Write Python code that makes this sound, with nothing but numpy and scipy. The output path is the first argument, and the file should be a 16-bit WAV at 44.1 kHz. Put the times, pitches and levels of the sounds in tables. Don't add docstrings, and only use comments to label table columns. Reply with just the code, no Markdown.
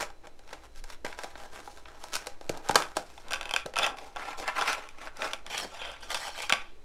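import sys
import numpy as np
from scipy import signal
from scipy.fft import rfft, irfft
from scipy.io import wavfile
from scipy.ndimage import uniform_filter1d

SR = 44100
rng = np.random.default_rng(int(sys.argv[2]) if len(sys.argv) > 2 else 0)


def dump_mix(stems):
    frames = np.atleast_2d(stems).T
    limited = np.clip(frames, -1, 1)
    pcm = np.round(limited * 32767).astype(np.int16)
    wavfile.write(sys.argv[1], SR, pcm)


N = 301644
TIME = np.arange(N) / SR
BASS_EDGE, TREBLE_EDGE, CUTOFF = 900, 4000, 16100
STROKE_DEPTH_DB = 17.5

# (pitch_hz, level_db)
SLIDE_CONTACT = [(50, -23), (130, -5.5), (250, -2.5), (500, 3), (1000, 0), (3000, -3.5), (6000, -2),
                 (10000, -8), (13000, -14), (16000, -26)]


def amp(db):
    return 10 ** (np.asarray(db) / 20)


def unit(x):
    return x / np.sqrt(np.mean(x ** 2) + 1e-20)


def read(points, hz):
    f, value = np.transpose(points)
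    return np.interp(np.log(hz + 1), np.log(f + 1), value)


def add(mix, s, sound):
    part = mix[max(round(s * SR), 0):][:len(sound)]
    part += sound[:len(part)]


def wander(hz):
    spectrum = rfft(rng.standard_normal(N))
    return unit(irfft(spectrum / (1 + (np.fft.rfftfreq(N, 1 / SR) / hz) ** 4), N))


def ring(x, hz, width):
    return signal.lfilter(*signal.iirpeak(hz, hz / width, SR), x)


def cardboard():
    # (start_s, middle_db, bass_db re middle, treble_db re middle, struck_spot_hz)
    knock_rows = [(0.027, -24, -4.5, -11, 604), (0.1017, -38.5, -11, -15, 810), (0.2705, -39, -2, -9, 675),
                  (0.392, -46, -5, -7, 820), (0.5285, -32, -2, -14, 620), (0.5327, -32, -5, -13, 810),
                  (0.8399, -37, -9, -3.5, 880), (1.0481, -23.5, -12, -13, 2040), (1.055, -29, -8, -14, 950),
                  (1.064, -27, -8, -15, 520), (1.1275, -28.5, -32, -23, 1450),
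                  (1.1889, -27, -8.5, -13, 980), (1.2349, -28.5, -6.5, -8, 460),
                  (1.2427, -30.5, -1, -11, 760), (1.3548, -32, -8.5, -33, 990), (1.6752, -35, 2, -33, 840),
                  (1.8569, -34, -14, -31, 1340), (2.0389, -36, -0.5, -1, 870),
                  (2.1539, -27.5, -18, 4, 1640), (2.261, -40, -2, -6, 657), (2.2699, -27, -5.5, -4, 530),
                  (2.4114, -41, 4.5, -6, 530), (2.4941, -24, -1, -4, 480), (2.5735, -47, 0, 6.5, 840),
                  (2.688, -30.5, -13, 3, 2210), (2.6935, -16.5, -2.5, -16, 865),
                  (2.7104, -19, -12.5, -9.5, 805), (2.7456, -26, -1.5, -6, 1600),
                  (2.7557, -8.5, -2.5, -8, 1120), (2.7574, -5, -20, -7.5, 1290),
                  (2.9681, -20, 1, -4.5, 710), (3.6605, -29.5, 1.5, -6.5, 500),
                  (3.7377, -30.5, -6.5, -15, 525), (4.3984, -34, 1, -6, 520)]
    # (start_s, rise_s, hold_s, fall_s,
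    # middle_db, bass_db re middle, treble_db re middle, rubbed_spot_hz)
    rub_rows = [(0.0, 0.0021, 0.02, .032, -35, -3.5, -3, 1100),
                (0.232, 0.011, 0.011, 0.019, -52, 2, -12, 900),
                (0.44, .085, .008, 0.068, -50, -1.5, -6, 830), (0.59, 0.058, .006, 0.02, -55, -1, -5, 970),
                (0.735, 0.049, .012, 0.015, -53.5, -13, 0.5, 1600),
                (0.85, 0.053, 0.032, 0.017, -49.5, -6, -3.5, 1000),
                (1.06, 0.015, 0.024, 0.11, -48.5, -3, -5.5, 720),
                (1.165, 0.02, 0.043, 0.14, -46, -4, -5.5, 780),
                (1.34, 0.056, 0.052, 0.064, -51.5, 2, -4, 900),
                (1.5, 0.036, 0.043, .1, -49.5, 0.5, -3.5, 1000),
                (1.61, 0.05, 0.036, 0.17, -58.5, 1, 3.5, 810), (1.76, 0.018, .008, .06, -53, -5, -7, 1160),
                (1.85, 0.012, 0.082, .15, -54.5, 0, -9.5, 1380),
                (1.95, 0.059, 0.047, 0.13, -53, -0.5, -2, 950),
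                (2.123, 0.013, 0.033, 0.013, -38, -5, 1, 1450),
                (2.17, 0.022, .04, 0.19, -53, -0.5, -8, 900), (2.39, 0.039, 0.082, 0.06, -60.5, 2, -5, 680),
                (2.52, 0.017, 0.048, 0.088, -53.5, 6, -9, 780),
                (2.62, 0.033, 0.053, 0.074, -47.5, 0, -6, 880),
                (2.765, 0.0087, 0.034, 0.099, -39, 0, -5.5, 950),
                (2.94, 0.026, 0.018, 0.075, -47.5, 0, -3, 800),
                (3.04, 0.026, 0.12, 0.18, -60, -0.5, -0.5, 850),
                (3.23, 0.024, 0.23, 0.11, -50.5, -1, -15, 800), (5.57, 0.038, .05, .03, -51, 6.5, -16, 650)]
    # (pitch_hz, width_hz, level_db)
    box_modes = [(302, 54, 0.5), (556, 170, -6.5), (626, 49, -1), (810, 36, 4.5), (976, 31, 4.5),
                 (1317, 35, 9.5), (1570, 145, 8), (2190, 1150, 4.5), (4000, 160, -35.5), (4430, 325, -10),
                 (5470, 150, -4), (7400, 250, -10)]
    # (pitch_hz, level_db)
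    card_contact = [(50, -26), (130, -9.5), (350, 0.5), (550, 5), (1000, 0), (3000, -2), (6000, 3.5),
                    (10000, -2.5), (13000, -9.5), (16000, -24)]
    struck = body(box_modes, card_contact, crack_db=-9.5)
    rubbed = body(box_modes, SLIDE_CONTACT, crack_db=-6.5)
    knocks = blows(
        knock_rows, struck, contact_ms=2.63, crumple=0.39, bass_drag=1.8,
        spot_db=6.5, spot_width=110, bass_db=-7.0, middle_db=-14.5, treble_db=-9)
    rubs = friction(
        rub_rows, rubbed, slips_per_s=200, spread_db=3.5, hiss=1.0, judder_db=1.6, judder_hz=44.8,
        spot_db=-6.5, spot_width=560, patchy_db=2.0, bass_db=-1.5, middle_db=-2.9, treble_db=-1.85)
    return knocks + rubs + thumps(hz=240, width_hz=640, push_s=0.0019, level_db=5.0)


def tray():
    # (start_s, middle_db, bass_db re middle, treble_db re middle, struck_spot_hz)
    tick_rows = [(2.822, -18.5, -27, -18, 970), (3.1777, -35.5, -6, -25, 870), (3.2839, -36, -9, -11, 700),
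                 (3.3084, -27, -5, -11.5, 1340), (3.3124, -32, -4, -8, 1340),
                 (3.3209, -21.5, -10, -14, 1560), (3.3333, -23, -18, -4.5, 2550),
                 (3.3374, -15.5, -20, -25, 1510), (3.3444, -21.5, -17, -14, 2560),
                 (3.3584, -25.5, -8, -25, 2660), (3.4111, -22, -11, -17.5, 1500),
                 (3.4301, -27, -16, -18, 1550), (3.4555, -24.5, -14, -19.5, 2530),
                 (3.472, -38, -13, -19, 890), (3.493, -25, -19, -19, 2540), (3.5104, -20, -12, -15, 2500),
                 (3.5379, -14, -9, -16, 3230), (3.5628, -9, -20, -18.5, 2450),
                 (3.7584, -21.5, -17, -20, 2600), (3.7668, -15, -12.5, -23, 1320),
                 (3.7784, -20, -14, -15, 2520), (3.7873, -14, -13, -11, 2500),
                 (3.7934, -17.5, -7, -22, 1236), (3.8644, -19, -5, -11, 790), (3.9709, -38, 3, -13, 710),
                 (3.9858, -32.5, -21, -16, 790), (4.1614, -30, 0.5, -16, 1710),
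                 (4.1684, -27.5, -3, -26, 1280), (4.4787, -22, -8, -13, 850), (4.6124, -16, -5, -19, 1320),
                 (4.6214, -16.5, -5, -22, 1340), (4.7304, -21.5, -20, -10.5, 1320),
                 (4.8888, -35, -22, -11, 2380), (5.0724, -26, -10, -34, 1540), (5.1704, -42, -5, -1, 855),
                 (5.2205, -17, -24, -24, 1540), (5.3338, -19, -12, -14, 2300),
                 (5.4645, -29.5, -19, -13, 826), (5.5789, -28.5, -14, 0.5, 2540),
                 (5.9163, -36, -7, -12, 1540), (6.1045, -29.5, -5, -4.5, 3540), (6.1164, -31, -5, -5, 700),
                 (6.1454, -21, -21, -9, 3560), (6.4214, -30.5, -18, -4.5, 3010),
                 (6.4273, -30, -25, -7, 2290), (6.4622, -44, -11, -9, 860), (6.4961, -15, -16, -12.5, 3680),
                 (6.5014, -12.5, -14, -29, 1410), (6.5241, -4.5, -18.5, -19.5, 2230),
                 (6.5354, -15.5, -12, -18, 2310)]
    chatter_rows = [(3.755, 0.0099, 0.055, 0.033, -35, -0.5, -16, 2550),
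                    (3.812, 0.018, 0.016, 0.021, -22.5, -14.5, -13.5, 2630),
                    (3.85, 0.0087, 0.0067, 0.024, -35.5, 5, -16, 2950),
                    (5.68, 0.057, 0.032, 0.097, -47.5, -2, -8, 2800),
                    (5.76, 0.046, 0.081, 0.12, -40.5, -5, -14, 3220),
                    (6.0, 0.036, 0.0094, 0.049, -47, -1, -4.5, 3200),
                    (6.143, 0.0041, 0.012, 0.014, -32.5, -4.5, -3, 3500),
                    (6.53, .01, 0.018, 0.15, -42.5, -7, -17.5, 2420)]
    slide_rows = [(3.8, 0.033, .03, 0.029, -32.5, -7, -23, 1270),
                  (3.87, 0.0089, 0.025, 0.064, -47.5, 6.5, -13, 780),
                  (3.96, 0.019, .065, 0.13, -52.5, 2.5, -4, 875),
                  (4.15, 0.014, 0.17, 0.033, -43, -5.5, -11, 1280),
                  (4.37, 0.014, .02, 0.059, -48, 5, 2.5, 680),
                  (4.41, 0.019, 0.013, .03, -37.5, -7.5, -14, 1000),
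                  (4.46, 0.019, .013, 0.024, -30, -12, -15, 1280),
                  (4.53, 0.044, 0.056, 0.059, -34, -10, -10, 1360),
                  (4.64, 0.021, 0.065, 0.044, -31.5, -10.5, -9, 1250),
                  (4.74, 0.017, 0.087, 0.1, -47.5, -5.5, -10.5, 1100),
                  (4.95, .065, 0.052, 0.028, -43.5, -6, -9.5, 1200),
                  (5.165, 0.053, 0.052, 0.094, -37, -3, -8.5, 1450)]
    drag_rows = [(5.45, 0.017, 0.0085, 0.038, -52.5, 4, -12, 1718),
                 (5.495, 0.029, 0.053, 0.045, -39, -5, -3, 2240),
                 (5.55, 0.027, 0.023, 0.085, -41, -6, 0, 1680),
                 (6.085, .022, 0.022, 0.019, -38.5, -3, -2.5, 1430),
                 (6.15, 0.013, 0.11, 0.097, -42, -9, -3, 1200),
                 (6.335, 0.039, .06, 0.12, -42, -9, -4.5, 2350)]
    # (pitch_hz, width_hz, level_db)
    tray_modes = [(544, 60, -2), (673, 95, -3), (840, 63, -1.5), (1133, 22, 0.5), (1360, 26, 4),
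                  (1560, 118, 2.5), (1980, 270, -7.5), (2523, 430, 2.5), (3130, 120, 1), (3450, 160, 2.5),
                  (4900, 440, -2.5), (5750, 390, -2), (7140, 230, -5), (9200, 320, -12)]
    # (pitch_hz, width_hz, level_db)
    sleeve_modes = [(285, 56, -0.5), (504, 260, -3), (640, 160, -1.5), (823, 103, 0.5), (1073, 58, -1.5),
                    (1350, 33, 3.5), (1570, 370, -4.5), (2060, 100, -2.5), (2480, 490, -6),
                    (3000, 130, -23), (3370, 63, -28), (5220, 240, -22), (5900, 330, -29)]
    # (pitch_hz, width_hz, level_db)
    free_modes = [(640, 120, 2), (825, 36, 6.5), (1204, 33, -2.5), (1560, 210, -4), (2350, 280, -3),
                  (3130, 180, 1), (3250, 160, -7), (4400, 300, -1), (5440, 350, -1.5), (7800, 490, -5)]
    # (pitch_hz, level_db)
    plastic_contact = [(50, -18), (130, -10.5), (330, -6), (550, -1), (1000, 4), (3000, 1), (6000, 1.5),
                       (10000, 5), (13000, -5), (16000, -17)]
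    shell = body(tray_modes, plastic_contact, crack_db=-15.5)
    sleeve = body(sleeve_modes, SLIDE_CONTACT, crack_db=-26.5)
    free = body(free_modes, SLIDE_CONTACT, crack_db=-7.5)
    ticks = blows(
        tick_rows, shell, contact_ms=1.78, crumple=0.23, bass_drag=4.4,
        spot_db=5.0, spot_width=165, bass_db=-9.5, middle_db=-14.5, treble_db=-7.0)
    chatters = friction(
        chatter_rows, shell, slips_per_s=900, spread_db=3.0, hiss=0.9, judder_db=1.5, judder_hz=70,
        spot_db=-7, spot_width=130, patchy_db=3.5, bass_db=-1.8, middle_db=-2.64, treble_db=-2.7)
    slides = friction(
        slide_rows, sleeve, slips_per_s=900, spread_db=3, hiss=1.0, judder_db=2.3, judder_hz=59.3,
        spot_db=-6, spot_width=320, patchy_db=2.5, bass_db=-1.3, middle_db=-0.1, treble_db=-.8)
    drags = friction(
        drag_rows, free, slips_per_s=400, spread_db=3.5, hiss=1.0, judder_db=2.0, judder_hz=59.7,
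        spot_db=-5, spot_width=530, patchy_db=3.5, bass_db=0.6, middle_db=1.1, treble_db=-1.1)
    return ticks + chatters + slides + drags


def blows(rows, response, contact_ms, crumple, bass_drag, spot_db, spot_width,
          bass_db, middle_db, treble_db, size=2048):
    out = np.zeros((2, N))
    ms = 1000 * np.arange(size) / SR
    window = .01 * SR
    parts = registers(response)
    drags = (bass_drag, 1, 1)
    for s, db, bass, treble, spot_hz in rows:
        slips = crumple * rng.standard_normal(size)
        levels = (bass + bass_db, middle_db, treble + treble_db)
        for part, level, drag in zip(parts, levels, drags):
            force = slips * np.exp(-ms / (contact_ms * drag))
            force[0] += 1
            spot = part + amp(spot_db) * ring(part, spot_hz, spot_width)
            direct = signal.fftconvolve(force, spot)
            for path, sound in zip(out, (direct, spot)):
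                gain = amp(db + level) * np.sqrt(window / np.sum(sound ** 2))
                add(path, s, gain * sound)
    return out


def friction(strokes, response, slips_per_s, spread_db, hiss, judder_db, judder_hz, spot_db, spot_width,
             patchy_db, bass_db, middle_db, treble_db):
    sizes = amp(spread_db * np.minimum(rng.exponential(1, N), 3.5)) * rng.choice([-1, 1], N)
    slips = unit(sizes * (rng.random(N) < slips_per_s / SR))
    force = (slips + hiss * rng.standard_normal(N)) * amp(judder_db * wander(judder_hz))
    force = shifting(force, patchy_db)
    db, bass, treble, spot_hz = np.transpose(strokes)[4:]
    power = np.array([pressure(*stroke[:4]) for stroke in strokes]) ** 2
    spot_curve = spot_hz @ power / power.sum(0)
    force = force + amp(spot_db) * glide(force, spot_curve, spot_width)
    stroke_levels = amp([db + bass + bass_db, db + middle_db, db + treble + treble_db])
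    levels = np.sqrt(stroke_levels ** 2 @ power)
    out = 0
    for level, part in zip(levels, registers(response)):
        out = out + level * unit(signal.oaconvolve(force, part)[:N])
    return out


def thumps(hz, width_hz, push_s, level_db, size=4096):
    # (start_s, peak_db)
    thump_rows = [(1.045, -32.5), (2.494, -26.5), (2.694, -21.5), (2.757, -33), (2.966, -37), (3.656, -37),
                  (4.398, -39.5), (6.522, -28.5)]
    out, t = np.zeros(N), np.arange(size) / SR
    for s, db in thump_rows:
        push = rng.standard_normal(size) * t * np.exp(-t / push_s)
        sound = ring(ring(push, hz, width_hz), hz, width_hz)
        add(out, s, amp(db + level_db) * sound / abs(sound).max())
    return out


def pressure(start, rise, hold, fall):
    t = TIME - start
    before = np.maximum(1 - t / max(rise, .001), 0)
    after = np.maximum(t - rise - hold, 0) / max(fall, .001)
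    return amp(-STROKE_DEPTH_DB * np.minimum(before + after, 10))


def shifting(x, depth_db, order=512):
    z = signal.stft(x, SR, nperseg=order)[2]
    across_pitch = uniform_filter1d(rng.standard_normal(z.shape), size=7, axis=0)
    patches = unit(uniform_filter1d(across_pitch, size=3, axis=1))
    return signal.istft(z * amp(depth_db * patches), SR, nperseg=order)[1][:N]


def glide(x, hz, width):
    turn = np.exp(2j * np.pi * np.cumsum(hz) / SR)
    r = np.exp(-np.pi * width / SR)
    return 2 * (turn * signal.lfilter([1 - r], [1, -r], x / turn)).real


def body(modes, contact, crack_db, size=4096):
    hz = np.fft.rfftfreq(size, 1 / SR)
    ringing = sum(amp(db) ** 2 / (1 + (2 * (hz - f) / width) ** 2) for f, width, db in modes)
    power = amp(crack_db) ** 2 + ringing
    log_gain = np.log(np.sqrt(power) * amp(read(contact, hz)))
    circle = np.r_[log_gain, log_gain[-2:0:-1]]
    return np.fft.ifft(np.exp(np.conj(signal.hilbert(circle)))).real[:size // 2]


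def registers(x, order=4):
    bands = (BASS_EDGE, "low"), ((BASS_EDGE, TREBLE_EDGE), "band"), (TREBLE_EDGE, "high")
    return [signal.sosfilt(signal.butter(order, edge, kind, fs=SR, output="sos"), x)
            for edge, kind in bands]


def room(x, onset_s, count=14):
    out = np.zeros(N)
    place = TIME / TIME[-1] * (count - 1)
    for k in range(count):
        near = abs(place - k) < 1
        faded = x[near] * np.cos(np.pi / 2 * (place[near] - k))
        add(out, TIME[near][0], signal.fftconvolve(faded, reflections(onset_s)))
    return out


def reflections(onset_s, size=22050):
    # (pitch_hz, time_to_fall_60_db_s)
    decay = [(150, 0.3), (500, 0.25), (1400, 0.29), (3700, 0.2), (8000, 0.21), (15000, 0.17)]
    t = np.arange(size) / SR
    taps = rng.standard_normal(size) * (rng.random(size) < 5000 / SR)
    hz, frame_s, z = signal.stft(taps, SR, nperseg=256)
    fade = amp(-60 * frame_s / read(decay, hz)[:, None])
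    tail = signal.istft(z * fade, SR, nperseg=256)[1][:size]
    tail = tail * np.clip(t / onset_s - .5, 0, 1)
    return tail / np.linalg.norm(tail)


def background(air_db, waft_s, waft_hz, waft_width_s, waft_db):
    # (pitch_hz, relative level_db per Hz)
    air_colour = [(5, 14.5), (12, 17.5), (20, 1.5), (35, -8), (60, -9), (110, -17), (200, -25),
                  (330, -14.5), (560, -19.5), (800, -22.5), (1300, -30), (2500, -32), (4000, -38.5),
                  (6000, -37.5), (11800, -46.5), (16000, -56)]
    # (pitch_hz, width_hz, level_db)
    hum_rows = [(54.6, 3, -64.5), (804, 13, -82), (4010, 100, -76.5)]
    colour = amp(read(air_colour, np.fft.rfftfreq(N, 1 / SR)))
    air = irfft(rfft(rng.standard_normal(N)) * colour, N)
    hums = sum(amp(db) * unit(ring(rng.standard_normal(N), hz, width)) for hz, width, db in hum_rows)
    t = TIME - waft_s
    waft = np.sin(2 * np.pi * waft_hz * t) * np.exp(-(t / waft_width_s) ** 2)
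    return amp(air_db) * unit(air) + hums + amp(waft_db) * waft


def scene():
    direct, all_round = cardboard() + tray()
    still = background(air_db=-44.5, waft_s=.825, waft_hz=19.7, waft_width_s=0.066, waft_db=-35.0)
    return (direct + amp(-9) * room(all_round, onset_s=0.0017) + still)[None]


def record(dry):
    ceiling = .75
    rounded = ceiling * np.tanh(dry / ceiling)
    lowpass = signal.firwin(511, CUTOFF, window=("kaiser", 9), fs=SR)
    return signal.oaconvolve(rounded, lowpass[None], "same")


dry = scene()
out = record(dry)
dump_mix(out)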